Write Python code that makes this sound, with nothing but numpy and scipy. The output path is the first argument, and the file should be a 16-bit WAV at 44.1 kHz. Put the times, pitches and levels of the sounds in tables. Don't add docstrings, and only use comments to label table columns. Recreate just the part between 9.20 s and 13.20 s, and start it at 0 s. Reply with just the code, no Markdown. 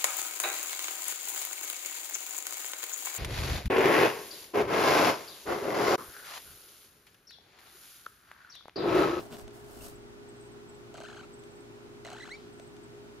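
import sys
import numpy as np
from scipy import signal
from scipy.fft import rfft, irfft
from scipy.io import wavfile
from scipy.ndimage import uniform_filter1d

SR = 44100
rng = np.random.default_rng(int(sys.argv[2]) if len(sys.argv) > 2 else 0)


def materialize(psi):
    bounded = np.clip(np.atleast_2d(psi).T, -1, 1)
    quanta = np.round(bounded * 32767).astype(np.int16)
    wavfile.write(sys.argv[1], SR, quanta)


N = 176400


def skunk(first_call_s=1.742, second_call_s=2.849):
    # (frequency [Hz], gain [dB])
    rasp_tilt = [(1200, -6), (4500, 11)]
    voice_db, rasp_db, pulse_db_per_octave = -23.5, -29.5, 2.5
    growl_hz, growl_fade_s, growl_start_db, growl_end_db = 947, 0.12, -3, -6.5
    jitter, shimmer_db, rough_growth = .0035, .9, 8
    t = clock()
    pitch, db = voice_contour()
    growl = 1 / (1 + (pitch / growl_hz) ** 4)
    age = t - np.where(t < second_call_s - .5, first_call_s, second_call_s)
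    pitch = pitch * (age > 0)
    fresh = np.exp(-(age / growl_fade_s) ** 4)
    db = db + growl * (growl_end_db + (growl_start_db - growl_end_db) * fresh)
    rough = 1 + rough_growth * (2 * growl + .5 * fresh)
    cycles = np.cumsum(pitch * np.exp(jitter * rough * walk(940))) / SR
    times = np.interp(np.arange(1, int(cycles[-1])), cycles, t)
    octaves = np.log2(np.maximum(pitch, growl_hz / 2) / growl_hz)
    shimmer = shimmer_db * np.sqrt(rough) * walk(550)
    size = undb(voice_db + db + pulse_db_per_octave * octaves + shimmer)
    folds = pulses(times, np.interp(times, t, size))
    rasp_size = undb(rasp_db) * size * np.sqrt(pitch / SR) * (rough + 1)
    rasp = colour(rasp_size * rng.standard_normal(N), rasp_tilt)
    return throat(folds, rasp, growl * fresh, pitch) + voice_clicks()


def voice_contour(creak_hz=327.3, creak_reach=1.7, top_flatness=2.3):
    # (time of top [s], top pitch [Hz], rise [s], fall [s], relative level [dB])
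    swoops = [(1.7548, 1578, 0.0085, 0.0068, -4.5), (1.785, 1252, 0.007, 0.0074, -5.5),
              (1.816, 1637, 0.0084, 0.0075, -5), (1.847, 1589, .011, .016, -3.5),
              (1.876, 1790, .029, 0.02, -4), (1.908, 1732, 0.017, 0.012, -3.5),
              (1.941, 1681, 0.022, .012, -5.5), (1.975, 1620, 0.016, 0.01, -3),
              (2.005, 1554, 0.030, 0.012, -5.5), (2.043, 1362, 0.022, 0.011, -6.5),
              (2.852, 2080, .006, 0.0087, -2), (2.8815, 1875, 0.010, 0.0091, -3),
              (2.912, 1694, .008, .010, -4.5), (2.943, 1600, .013, 0.015, -5),
              (2.957, 789, .012, .012, -0.5), (2.977, 1828, .021, 0.018, -3.5),
              (3.008, 2007, 0.016, 0.021, -2), (3.037, 2048, 0.03, 0.014, -1.5),
              (3.068, 1779, .022, .016, -2.5)]
    # (time [s], pitch [Hz], relative level [dB])
    squeal_path = [(3.084, 499, -2), (3.093, 1433, -2.5), (3.100, 1683, -5), (3.110, 1910, -0.5),
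                   (3.124, 2140, 1), (3.137, 2260, -2.5), (3.148, 2310, 0.5), (3.162, 2330, -12)]
    t, arches = clock(), []
    for at, hz, rise, fall, _ in swoops:
        away = np.abs(t - at) / np.where(t < at, rise, fall)
        arches.append(np.maximum(hz * (1 - away ** top_flatness), creak_hz * (away < creak_reach)))
    weight = np.array(arches) ** 6
    pitch = weight.sum(axis=0) ** (1 / 6)
    db = np.array(swoops)[:, 4] @ weight / (weight.sum(axis=0) + 1)
    at, hz, squeal_db = np.array(squeal_path).T
    squeal = np.interp(t, at, hz, left=0, right=0)
    return np.maximum(pitch, squeal), np.where(squeal > pitch, np.interp(t, at, squeal_db), db)


def throat(folds, rasp, growl, pitch, pure_hz=2200, grunt_hz=760, grunt_q=4, grunt_db=12):
    # (frequency [Hz], gain [dB])
    resonances = [(250, -19), (520, 10), (760, 11.5), (1020, 1.5), (1450, 4), (1750, -5.5), (2100, 1),
                  (2500, -4), (3000, -4), (3550, -13), (4100, -5), (5000, -20.5), (6500, -16), (8200, -19),
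                  (9600, -31), (15500, -48)]
    pure = 1 / (1 + (pure_hz / np.maximum(pitch, 1)) ** 20)
    rounded = signal.lfilter(*signal.butter(2, 2.76 * pure_hz, fs=SR), pure * folds)
    grunt = signal.lfilter(*signal.iirpeak(grunt_hz, grunt_q, fs=SR), growl * folds)
    return colour((1 - pure) * folds + rounded + rasp, resonances) + undb(grunt_db) * grunt


def voice_clicks(gain_db=-23.5, rebound_s=.00055, rebound_share=.6):
    # (time [s], relative level [dB])
    catches = [(1.7425, -1), (1.771, -5), (1.7763, -1.5), (1.8035, 0.5), (1.8095, -7), (1.836, -1.5),
               (1.959, -9), (2.8493, 0.5), (2.8672, 0.5), (2.9026, 2), (2.9309, 1), (2.9333, -2)]
    # (frequency [Hz], gain [dB])
    click_colour = [(200, -29), (650, 20), (1300, -19), (3000, 1.5), (5000, -5.5), (7500, -1.5),
                    (11000, -19), (15500, -24)]
    at, db = np.array(catches).T
    snap = undb(gain_db + db)
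    return colour(pulses(at + rebound_s, rebound_share * snap) - pulses(at, snap), click_colour)


def squeal_tail(at=3.21, width=0.073, db=-66, band_hz=(2300, 5500)):
    # (time of peak [s], width [s], pitch [Hz], glide [Hz/s], level [dB])
    whistles = [(3.150, 0.013, 5380, 9000, -62), (3.168, .015, 3980, 29700, -59)]
    band = signal.butter(4, band_hz, "bandpass", fs=SR, output="sos")
    air = unit(signal.sosfilt(band, rng.standard_normal(N)))
    return sum(squeak(*row) for row in whistles) + undb(db) * swell(at, width) * air


def rubbing(side_db=-2, grain_db=1.8, paper_t60_s=.06, paper_hz=11900, paper_q=25):
    # (time of peak [s], rise [s], fall [s], body level [dB], hiss level [dB])
    strokes = [(.005, 0.021, 0.077, -49.5, -59.5), (0.14, 0.028, 0.041, -52.5, -59.5),
               (.203, 0.024, 0.033, -54.5, -57.5), (.352, 0.023, 0.063, -58.5, -64),
               (.57, 0.12, 0.13, -56.5, -58.5), (.65, 0.028, 0.06, -58, -52)]
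    # (frequency [Hz], relative level [dB])
    body_colour = [(90, -8.5), (220, -2.5), (420, -9.5), (660, 5), (900, -8), (1600, -9.5), (2200, -23),
                   (15000, -30.5)]
    # (frequency [Hz], relative level [dB])
    hiss_colour = [(500, -1), (2000, -27), (2700, -9.5), (6500, -8), (8300, -5), (12800, -12), (15500, -11)]
    t, body, hiss = clock(), 0, 0
    for at, rise, fall, body_db, hiss_db in strokes:
        stroke = swell(at, np.where(t < at, rise, fall))
        body += undb(body_db) * stroke
        hiss += undb(hiss_db) * stroke
    grain = unit(undb(grain_db * walk(350)))
    mid, side = (grain * (body * noise(body_colour) + hiss * smear(noise(hiss_colour), paper_t60_s))
                 for _ in range(2))
    rub = stereo(mid, undb(side_db) * side)
    paper_ring = signal.lfilter(*signal.iirpeak(paper_hz, paper_q, fs=SR), rub)
    return rub + paper_ring


def ticks(crackle_db=-3, crackle_t60_s=0.019):
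    # (time [s], relative snap level [dB], relative knock level [dB])
    tick_events = [(.168, -25, -46), (0.1968, -25, -47), (0.2798, -25, -27), (.309, -33, -50),
                   (2.2375, -31, -45), (3.3978, -24, -24), (3.567, -30, -45)]
    # (frequency [Hz], gain [dB])
    snap_colour = [(300, -24), (1500, 0), (2800, -2), (4500, -4.5), (8000, -4.5), (11000, -17),
                   (15500, -31)]
    # (frequency [Hz], gain [dB])
    knock_colour = [(150, 1), (450, 13), (680, 20), (950, -8), (8000, -42)]
    at, snap_db, knock_db = np.array(tick_events).T
    snap = pulses(at, undb(snap_db))
    crackle = undb(crackle_db) * smear(snap, crackle_t60_s)
    return colour(snap + crackle, snap_colour) + colour(pulses(at, undb(knock_db)), knock_colour)


def crunches(grain_db=3.5):
    # (time [s], width [s], level [dB])
    presses = [(.004, 0.0098, -44.5), (.136, .019, -44.5), (.278, 0.005, -57)]
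    # (frequency [Hz], relative level [dB])
    crunch_colour = [(70, -13), (150, 7), (240, 10.5), (400, -1), (1400, -7), (2200, -15), (2700, -6),
                     (4400, -13), (5400, -14), (12000, -25)]
    press = sum(undb(db) * swell(at, width) for at, width, db in presses)
    cracks = unit(colour(rng.standard_normal(N) * undb(grain_db * walk(1500)), crunch_colour))
    return press * cracks + squeak(at=.613, width=0.0037, hz=2750, glide=0, db=-50.5)


def bumps():
    # (time [s], width [s], level [dB])
    pushes = [(.245, 0.031, -44.5), (.68, 0.24, -55)]
    # (frequency [Hz], relative level [dB])
    rumble_colour = [(20, -5), (55, 3), (100, -8.5), (1000, -83)]
    push = sum(undb(db) * swell(at, width) for at, width, db in pushes)
    return push * np.array([noise(rumble_colour) for _ in range(2)])


def in_box(x, box_t60_s=.014, box_db=-9, room_t60_s=.25, room_db=-17):
    tail = np.array([smear(x, room_t60_s) for _ in range(2)])
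    return stereo(x, undb(box_db) * smear(x, box_t60_s)) + undb(room_db) * tail


def chirps(centre_hz=8080, width_s=0.0089, fall_hz_per_s=12000, level_db=-62):
    chirp_times = [.76, 1.094, 1.17, 1.212, 1.225, 1.259, 1.272, 1.322, 1.496, 1.549, 2.142, 2.195, 2.248,
                   2.314, 2.362, 2.41, 3.338, 3.384, 3.423, 3.433, 3.475, 3.64]
    scatter_hz, scatter_db, wobble_hz, scratch_db = 110, 2, 170, 4
    echo_db, echo_t60_s = -7, 0.33
    t, out = clock(), np.zeros(N)
    wobble = wobble_hz * walk(1030)
    for at, (high, loud) in zip(chirp_times, rng.standard_normal((len(chirp_times), 2))):
        near = np.abs(t - at) < 1 / 20
        age = t[near] - at
        hz = centre_hz + scatter_hz * high - fall_hz_per_s * age + wobble[near]
        envelope = undb(level_db + scatter_db * loud) * np.exp(-(age / width_s) ** 2)
        out[near] += envelope * np.sin(2 * np.pi * np.cumsum(hz) / SR)
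    out *= unit(undb(scratch_db * walk(860)))
    return np.array([out + undb(echo_db) * smear(out, echo_t60_s) for _ in range(2)])


def room_tone(mid_db=-54.5, side_db=-54.5):
    # (frequency [Hz], relative level [dB])
    air_mid = [(25, -20), (55, -24), (110, -7.5), (190, -11.5), (310, -5.5), (420, -10.5), (480, -16),
               (800, -17.5), (1400, -23), (2200, -27.5), (7500, -36), (15500, -47.5)]
    # (frequency [Hz], relative level [dB])
    air_side = [(25, -3.5), (170, 0.5), (300, -0.5), (480, -3), (1400, -10), (2400, -14), (8000, -24.5),
                (15500, -37)]
    return stereo(undb(mid_db) * noise(air_mid), undb(side_db) * noise(air_side))


def machine_hum(drift_hz=0.44, waver_db=1.0, side_db=-16.5):
    # (frequency [Hz], level [dB])
    tones = [(56, -70.5), (117.4, -66), (120, -67.5), (239.5, -64.5), (352.3, -60), (411.1, -54),
             (1350, -76), (1468, -75)]
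    mid, side = 0, 0
    for hz, db in tones:
        phase = 2 * np.pi * (np.cumsum(hz + drift_hz * walk(3.6)) / SR + rng.random())
        size = np.sqrt(2) * undb(db + waver_db * walk(31))
        mid += size * np.sin(phase)
        side += undb(side_db) * size * np.cos(phase)
    return stereo(mid, side)


def undb(db):
    return 10 ** (np.asarray(db) / 20)


def unit(x):
    return x / np.sqrt(np.mean(x ** 2))


def clock():
    return np.arange(N) / SR


def swell(at, width):
    return np.exp(-((clock() - at) / width) ** 2)


def walk(rate):
    k = max(int(SR / rate), 1)
    return unit(uniform_filter1d(uniform_filter1d(rng.standard_normal(N), k, mode="wrap"), k, mode="wrap"))


def squeak(at, width, hz, glide, db, waver=.012):
    phase = np.cumsum((hz + glide * (clock() - at)) * (1 + waver * walk(900))) / SR
    return undb(db) * swell(at, width) * np.sin(2 * np.pi * phase)


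def colour(x, points):
    hz, db = np.array(points, float).T
    f = np.maximum(np.arange(N // 2 + 1) * SR / N, 1)
    cep = irfft(np.log(undb(np.interp(np.log(f), np.log(hz), db))), N)
    cep[1:N // 2] *= 2
    cep[N // 2 + 1:] = 0
    return signal.fftconvolve(x, irfft(np.exp(rfft(cep)), N)[:SR // 10])[:N]


def noise(points):
    return unit(colour(rng.standard_normal(N), points))


def pulses(times, sizes):
    out, at = np.zeros(N), np.asarray(times) * SR
    taps = at.astype(int)[:, None] + np.arange(-7, 9)
    d = taps - at[:, None]
    np.add.at(out, np.clip(taps, 0, N - 1), sizes[:, None] * np.sinc(d) * np.cos(np.pi * d / 16) ** 2)
    return out


def smear(x, t60):
    t = clock()[:SR // 2]
    tail = rng.standard_normal(len(t)) * np.exp(-np.log(1000) * t / max(t60, 1 / SR))
    return signal.fftconvolve(x, tail / np.linalg.norm(tail))[:N]


def stereo(mid, side):
    return np.array([mid + side, mid - side])


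def scene():
    close = in_box(skunk() + squeal_tail() + ticks() + crunches()) + rubbing() + bumps()
    return close + chirps() + room_tone() + machine_hum()


def record(dry, top_hz=15700):
    return signal.sosfilt(signal.ellip(10, .2, 70, top_hz, fs=SR, output="sos"), dry)


dry = scene()
out = record(dry)
materialize(out)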